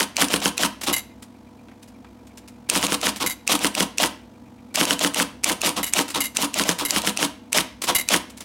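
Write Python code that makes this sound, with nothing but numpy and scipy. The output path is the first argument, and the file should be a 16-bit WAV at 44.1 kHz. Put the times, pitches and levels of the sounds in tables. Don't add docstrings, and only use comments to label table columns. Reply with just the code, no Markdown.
import sys
import numpy as np
from scipy import signal
from scipy.fft import rfft, irfft
from scipy.io import wavfile

SR = 44100
rng = np.random.default_rng(int(sys.argv[2]) if len(sys.argv) > 2 else 0)


def wav_out(sig):
    wavfile.write(sys.argv[1], SR, np.round(np.clip(np.atleast_2d(sig).T, -1, 1) * 32767).astype(np.int16))


N = 372204
TIME = np.arange(N) / SR

# (strike time [s], strike level [dB], clutch latch level [dB], swing level [dB], ball ring level [dB])
LETTERS = [(.0076, -12, -18, -22.5, -54), (0.2226, -10.5, -14.5, -21.5, -31),
           (.3398, -12, -24.5, -26.5, -36), (0.4577, -9.5, -27, -26.5, -41), (.634, -11, -13.5, -24, -50),
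           (2.754, -16, -7.5, -27.5, -53), (2.8284, -17, -31, -31.5, -53),
           (2.922, -14.5, -16.5, -30.5, -47), (3.0693, -12.5, -22, -24, -46), (3.532, -14, -14, -19.5, -48),
           (3.6462, -13, -23.5, -28.5, -36.5), (3.806, -12.5, -15.5, -25.5, -40),
           (4.038, -12.5, -13.5, -19.5, -47), (4.8124, -9.5, -11.5, -21.5, -47),
           (4.9082, -9.5, -16.5, -28, -44), (5.0476, -12.5, -18.5, -23, -37), (5.2, -14, -16, -23, -45),
           (5.4977, -16, -6.5, -26, -37), (5.6715, -15.5, -16, -21.5, -35),
           (5.991, -12.5, -9.5, -22.5, -55), (6.4245, -14, -9, -27.5, -36.5), (6.5967, -14, -17, -26, -43),
           (6.6919, -10, -18.5, -30, -39), (6.9625, -13, -11, -28, -55), (7.0736, -13, -20, -29, -37),
           (7.2283, -14, -15.5, -27, -54), (7.5849, -12, -11.5, -19.5, -55), (8.143, -10, -10, -20.5, -41)]
# (carrier step time [s], step level [dB], bar release time [s], spring level [dB])
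SPACES = [(0.891, -22, .9283, -16.5), (3.226, -24, 3.261, -19.5), (5.786, -26.5, 5.830, -20.5),
          (6.166, -22.5, 6.2045, -17.5), (6.817, -27.5, 6.850, -20.5), (7.896, -21, 7.949, -14.5)]
# (time [s], level [dB])
LEVER_MOVES = [(.813, -26), (.834, -21), (1.225, -37), (1.827, -42), (1.878, -44.5), (2.270, -45),
               (2.3737, -38), (2.478, -38.5), (3.16, -25), (4.744, -23.5), (6.082, -26.5), (6.103, -25),
               (6.349, -32.5), (6.786, -21.5), (7.819, -21.5), (7.838, -19.5), (8.298, -37.5), (8.372, -35),
               (8.406, -29.5)]
# (time [s], level [dB])
FINGER_TOUCHES = [(1.685, -39), (1.716, -44), (2.046, -38.5)]

# (start from its event [s], attack [s], hold [s], release to -60 dB [s])
SHAFT_TURN = (-0.0521, 0.0165, 0.011, 0.13)
BALL_SWING = (-0.0334, 0.0235, .011, -0.003)
FALL_BACK = (-0.0015, 0.0003, 0.027, .055)
FRAME_SHAKE = (.003, .004, .006, .14)
CARRIER_STEP = (-0.029, 0.0109, .02, 0.11)
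KEY_SLIDE = (-0.0035, 0.0051, 0.003, 0.075)
SPRING_BUZZ = (-.0005, 0.0024, 0.0018, 0.056)

# (frequency [Hz], level [dB])
LATCH_COLOUR = [(150, -18), (700, -24.5), (1100, -16), (1900, -10.5), (2650, 3), (3300, -9.5), (4100, -4),
                (4900, -6), (5900, -1.5), (7200, -2.5), (9000, -4.5), (15000, -20.5)]
STRIKE_COLOUR = [(120, 5), (550, 0.5), (850, -38.5), (1450, 1), (2050, 2), (2500, -6.5), (3050, 3.5),
                 (4000, -17), (5500, -4), (9000, -14.5), (15000, -35.5)]
SHAFT_COLOUR = [(120, -19.5), (450, -8.5), (620, -2), (730, -10), (850, -6), (1250, -8), (1700, -12),
                (2200, -6.5), (3000, -2.5), (4500, -9.5), (7000, -11.5), (10000, -18), (15000, -27.5)]
SWING_COLOUR = [(150, -30.5), (600, -4), (1150, -0.5), (1700, -9.5), (2200, -3.5), (3100, -3.5),
                (4500, -4.5), (5700, -4), (7000, -7), (10500, -7), (15000, -17)]
FALL_COLOUR = [(150, -22.5), (650, -17.5), (930, -3), (1250, -5), (1700, -23), (2200, -11), (3000, -4.5),
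               (4500, -9), (7000, -11.5), (9500, -8.5), (12000, -15.5), (15000, -25)]
STEP_COLOUR = [(100, -29), (250, -4.5), (600, -13), (1000, -0.5), (1700, -11.5), (2200, -9.5), (3200, -2.5),
               (4500, -7), (7000, -11), (10000, -13), (15000, -24.5)]
KEY_COLOUR = [(200, 2.5), (1000, -1.5), (2400, 1), (4500, -0.5), (7000, -0.5), (10000, -2.5),
              (15000, -12.5)]
COIL_COLOUR = [(400, -1.5), (1500, -2), (5500, -1.5), (7100, 2.5), (8000, 1.5), (10300, 0), (11100, 10.5),
               (11700, 5), (12200, 2), (13800, 0.5), (14400, -10), (15500, -5.5)]
# (frequency [Hz], level [dB])
CAP_COLOUR = [(300, 3), (1500, 2), (3200, -4.5), (6000, -16), (15000, -32)]

# (frequency [Hz], resonance height [dB], decay to -60 dB [s])
FRAME_MODES = [(190, -9, .09), (207, 1, .13), (272, -3, .07), (290, 3, .12), (337, -7, .08), (440, -9, .07),
               (495, -5, .08), (575, -11, .07), (622, -8, .07), (708, -8, .07), (775, -10, .06),
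               (880, -8, .05), (962, -4, .06), (1254, -8, .07)]
BALL_MODES = [(9494, 0, .16), (13414, -8, .07), (7440, -8, .06)]
SPRING_MODES = [(2070, -5, .04), (2112, -3, .06), (2835, -7, .07), (2940, -5, .05), (3846, -4, .06),
                (3912, -5, .09), (4646, -10, .06), (6126, -14, .14), (7170, -12, .12), (8285, -11, .2),
                (11130, -12, .07), (11570, -12, .07)]
DESK_MODES = [(61.5, 0, .9), (66.5, -1, .9), (133, -4.5, .25)]
CAM_MODES = [(622, 0, .06), (712, -1, .05)]
JERK_MODES = [(182, -2.5, 0.068), (204.6, 5, .09)]
RUB_MODES = [(2350, 0, .014)]

# (multiple of the turning rate [1], rms level [dB])
MOTOR_ORDERS = [(9, -56.5), (10, -51.5), (11, -59.5), (18, -74.5), (20, -61.5), (27, -67.5), (29, -69.5),
                (31, -74.5), (36, -68), (40, -67)]
# (frequency [Hz], rms level [dB])
MAINS_HUM = [(100, -57.5), (200, -56.5)]
# (frequency [Hz], level [dB])
BELT_COLOUR = [(30, -24.5), (80, -11), (130, -26), (175, -18), (215, -6.5), (255, -0.5), (330, -5.5),
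               (400, -16), (700, -15), (960, -17.5), (1700, -27), (3000, -31), (6000, -35), (15000, -44)]

MOTOR_HZ = 24.21
BELT_DB = -50
TOP_HZ = 15900
FALL_DB, THUD_DB = -24, -28.5
JERK_LEAD_S = .016
KEY_LEAD_S, KEY_DB = 0.0638, -16.5
FLIGHT_S, REBOUND, BOUNCE_DB = 0.0344, 0.5, -7
FAR_END_S, FAR_END_DB = 0.01, -4


def undb(db):
    return 10 ** (np.asarray(db) / 20)


def fall_60(t, t60):
    return np.exp(-np.log(1000) * t / t60)


def through(x, response):
    return signal.oaconvolve(x, response / np.sqrt(np.sum(response ** 2)))[:N]


def colour(x, spectrum, size=2048):
    hz, db = np.transpose(spectrum)
    bins = np.maximum(np.arange(size // 2 + 1) * SR / size, 1)
    outline_db = np.interp(np.log(bins), np.log(hz), db)
    cepstrum = irfft(np.log(undb(outline_db)))
    cepstrum[1:size // 2] *= 2
    cepstrum[size // 2 + 1:] = 0
    return through(x, irfft(np.exp(rfft(cepstrum))))


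def ring(x, modes):
    t = TIME[:SR * 2 // 3]
    response = np.zeros(len(t))
    for hz, db, t60 in modes:
        response += undb(db) / t60 * fall_60(t, t60) * np.cos(2 * np.pi * hz * t)
    return through(x, response)


def walk(rate):
    return np.interp(TIME * rate, np.arange(N // 100), rng.standard_normal(N // 100))


def blows(times, db):
    out = np.zeros(N)
    inside = (times >= 0) & (times < TIME[-1])
    np.add.at(out, (times[inside] * SR).astype(int), undb(db[inside]))
    return out


def chatter(times, db, t60, tail_db):
    hits = blows(times, db)
    fade = fall_60(TIME[:SR // 20], t60)
    return hits + undb(tail_db) * through(hits, fade) * rng.standard_normal(N)


def rattle(times, db, stage, rate, scatter_db, t60, count=40, size=256):
    start, attack, hold, release = stage
    force = np.zeros(N)
    for s, level_db in np.broadcast(times + start, db):
        a, b = np.searchsorted(TIME, [s, s + attack + hold + release])
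        t = TIME[a:b] - s
        rise = np.minimum(t / attack, 1)
        force[a:b] += undb(level_db) * rise * fall_60(np.maximum(t - attack - hold, 0), release)
    clacks = rng.standard_normal((count, size)) * fall_60(TIME[:size], t60)
    clacks /= np.linalg.norm(clacks, axis=1, keepdims=True)
    when, strength = rng.random((2, N))
    at = np.flatnonzero((when < rate / SR) & (force > 0))
    touch = undb(scatter_db * strength[at])
    touch *= force[at] * np.sqrt(SR / rate / np.mean(touch ** 2))
    places = at[:, None] + np.arange(size)
    sounds = touch[:, None] * clacks[at % count]
    return np.bincount(places.ravel(), sounds.ravel(), N + size)[:N]


def letters():
    s, strike_db, latch_db, swing_db, ball_db = np.transpose(LETTERS)
    fall_db, thud_db = np.full(len(s), FALL_DB), np.full(len(s), THUD_DB)
    tripped, gripped, locked = s - .055, s - .037, s - .007
    recoiled, stepped = s + .007, s + .021

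    latch = undb(13) * colour(chatter(tripped, latch_db, t60=0.013, tail_db=5.0), LATCH_COLOUR)
    turning = rattle(s, swing_db, SHAFT_TURN, rate=1200, scatter_db=-2.5, t60=0.015)
    shaft = undb(-0.74) * colour(turning, SHAFT_COLOUR)
    cams = undb(21.5) * ring(blows(gripped, swing_db), CAM_MODES)

    detents = rattle(s, swing_db, BALL_SWING, rate=1500, scatter_db=10.5, t60=0.0091)
    lock = chatter(locked, swing_db, t60=0.01, tail_db=19.0)
    swing = colour(undb(3.0) * detents + undb(2.0) * lock, SWING_COLOUR)
    ball = undb(36) * ring(blows(locked, ball_db), BALL_MODES)
    strike = undb(19.5) * colour(chatter(s, strike_db, t60=.005, tail_db=-4), STRIKE_COLOUR)

    levers = rattle(s, fall_db, FALL_BACK, rate=1200, scatter_db=18.5, t60=0.016)
    escapement = chatter(stepped, fall_db, t60=.009, tail_db=16)
    fall = colour(undb(0.85) * levers + undb(8.0) * escapement, FALL_COLOUR)

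    shaft_shake = undb(-3.5) * rattle(s, thud_db, SHAFT_TURN, rate=1500, scatter_db=0, t60=0.0036)
    fall_shake = undb(5.5) * rattle(s, thud_db, FRAME_SHAKE, rate=1500, scatter_db=5.5, t60=0.0038)
    thud = undb(29.5) * blows(recoiled, thud_db)
    frame = ring(thud + shaft_shake + fall_shake, FRAME_MODES)
    jerk = undb(21.5) * ring(blows(s - JERK_LEAD_S, swing_db), JERK_MODES)
    return latch + shaft + cams + swing + ball + strike + fall + frame + jerk


def space_bar():
    s, db = np.transpose(SPACES)[:2]
    step = rattle(s, db, CARRIER_STEP, rate=1400, scatter_db=2.0, t60=0.0083)
    shake = rattle(s + 0.012, db, CARRIER_STEP, rate=1500, scatter_db=13.0, t60=0.0028)
    return undb(0.5) * colour(step, STEP_COLOUR) + undb(-0.5) * ring(shake, FRAME_MODES)


def spring(count=3):
    s, db = np.transpose(SPACES)[2:, :, None]
    bounce = np.arange(count)
    flights = FLIGHT_S * REBOUND ** bounce
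    lands = (s + np.cumsum(flights) - flights).ravel()
    land_db = (db + BOUNCE_DB * bounce).ravel()
    ends = np.r_[lands, lands + FAR_END_S]
    end_db = np.r_[land_db, land_db + FAR_END_DB]
    buzz = rattle(ends, end_db, SPRING_BUZZ, rate=1400, scatter_db=11, t60=0.0035)
    snaps = chatter(ends, end_db, t60=.025, tail_db=14.5)
    coil = colour(undb(-2.5) * buzz + undb(3.5) * snaps, COIL_COLOUR)
    return coil + undb(-5.5) * ring(buzz, SPRING_MODES)


def keys():
    s, _, latch_db, _, _ = np.transpose(LETTERS)
    letter_keys = np.column_stack([s - KEY_LEAD_S, latch_db + KEY_DB])
    times, db = np.vstack([letter_keys, LEVER_MOVES]).T
    scrapes = rattle(times, db, KEY_SLIDE, rate=1600, scatter_db=-0.5, t60=0.0063)
    taps = chatter(*np.transpose(FINGER_TOUCHES), t60=0.051, tail_db=7.5)
    return undb(-3.5) * colour(scrapes, KEY_COLOUR) + undb(10.5) * colour(taps, CAP_COLOUR)


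def desk():
    s = np.array([row[0] for row in list(LETTERS) + list(SPACES)])
    jolts = blows(s - .02, np.full(len(s), -11))
    stirring = undb(-57.0) * rng.standard_normal(N)
    sway = ring(jolts + stirring, DESK_MODES)
    return signal.sosfilt(signal.butter(5, 53, "high", fs=SR, output="sos"), sway)


def motor():
    turn = 2 * np.pi * np.cumsum(MOTOR_HZ * (1 + 0.0039 * walk(9))) / SR
    whine = np.zeros(N)
    for order, db in MOTOR_ORDERS:
        phase = rng.uniform(0, 2 * np.pi)
        whine += undb(db + 1.4 * walk(26)) * np.sin(np.round(order) * turn + phase)
    hum = sum(undb(db) * np.sin(2 * np.pi * hz * TIME) for hz, db in MAINS_HUM)
    swell = 1 + .35 * np.sin(2 * turn)
    belt = undb(BELT_DB) * colour(rng.standard_normal(N) * swell, BELT_COLOUR, size=8192)
    contact = np.cos(np.pi * 8.34 * (TIME - .037)) ** 12
    rub = undb(-60.5 + 2 * walk(6)) * contact * ring(rng.standard_normal(N), RUB_MODES)
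    return np.sqrt(2) * (whine + hum) + belt + rub


def room(x, t60_low, t60_high):
    t = TIME[:SR * 2 // 3]
    low_pass = signal.butter(2, 4500, fs=SR, output="sos")
    high_pass = signal.butter(2, 4500, "high", fs=SR, output="sos")
    low = signal.sosfilt(low_pass, rng.standard_normal(len(t)))
    high = signal.sosfilt(high_pass, rng.standard_normal(len(t)))
    tail = low * fall_60(t, t60_low) + undb(-1) * high * fall_60(t, t60_high)
    build_up = 1 - np.exp(-(t / 0.0053) ** 2)
    return through(x, tail * build_up)


def scene():
    small_parts = signal.butter(6, 176, "high", fs=SR, output="sos")
    typing = signal.sosfilt(small_parts, letters() + space_bar() + keys())
    jangle = spring()
    walls = room(typing + undb(-3.5) * jangle, t60_low=0.4, t60_high=0.27)
    return (typing + jangle + undb(-13.5) * walls + desk() + motor())[None]


def record(dry):
    treble_cut = signal.ellip(10, .2, 70, TOP_HZ, fs=SR, output="sos")
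    return signal.sosfilt(treble_cut, np.clip(dry, -1, 1))


dry = scene()
out = record(dry)
wav_out(out)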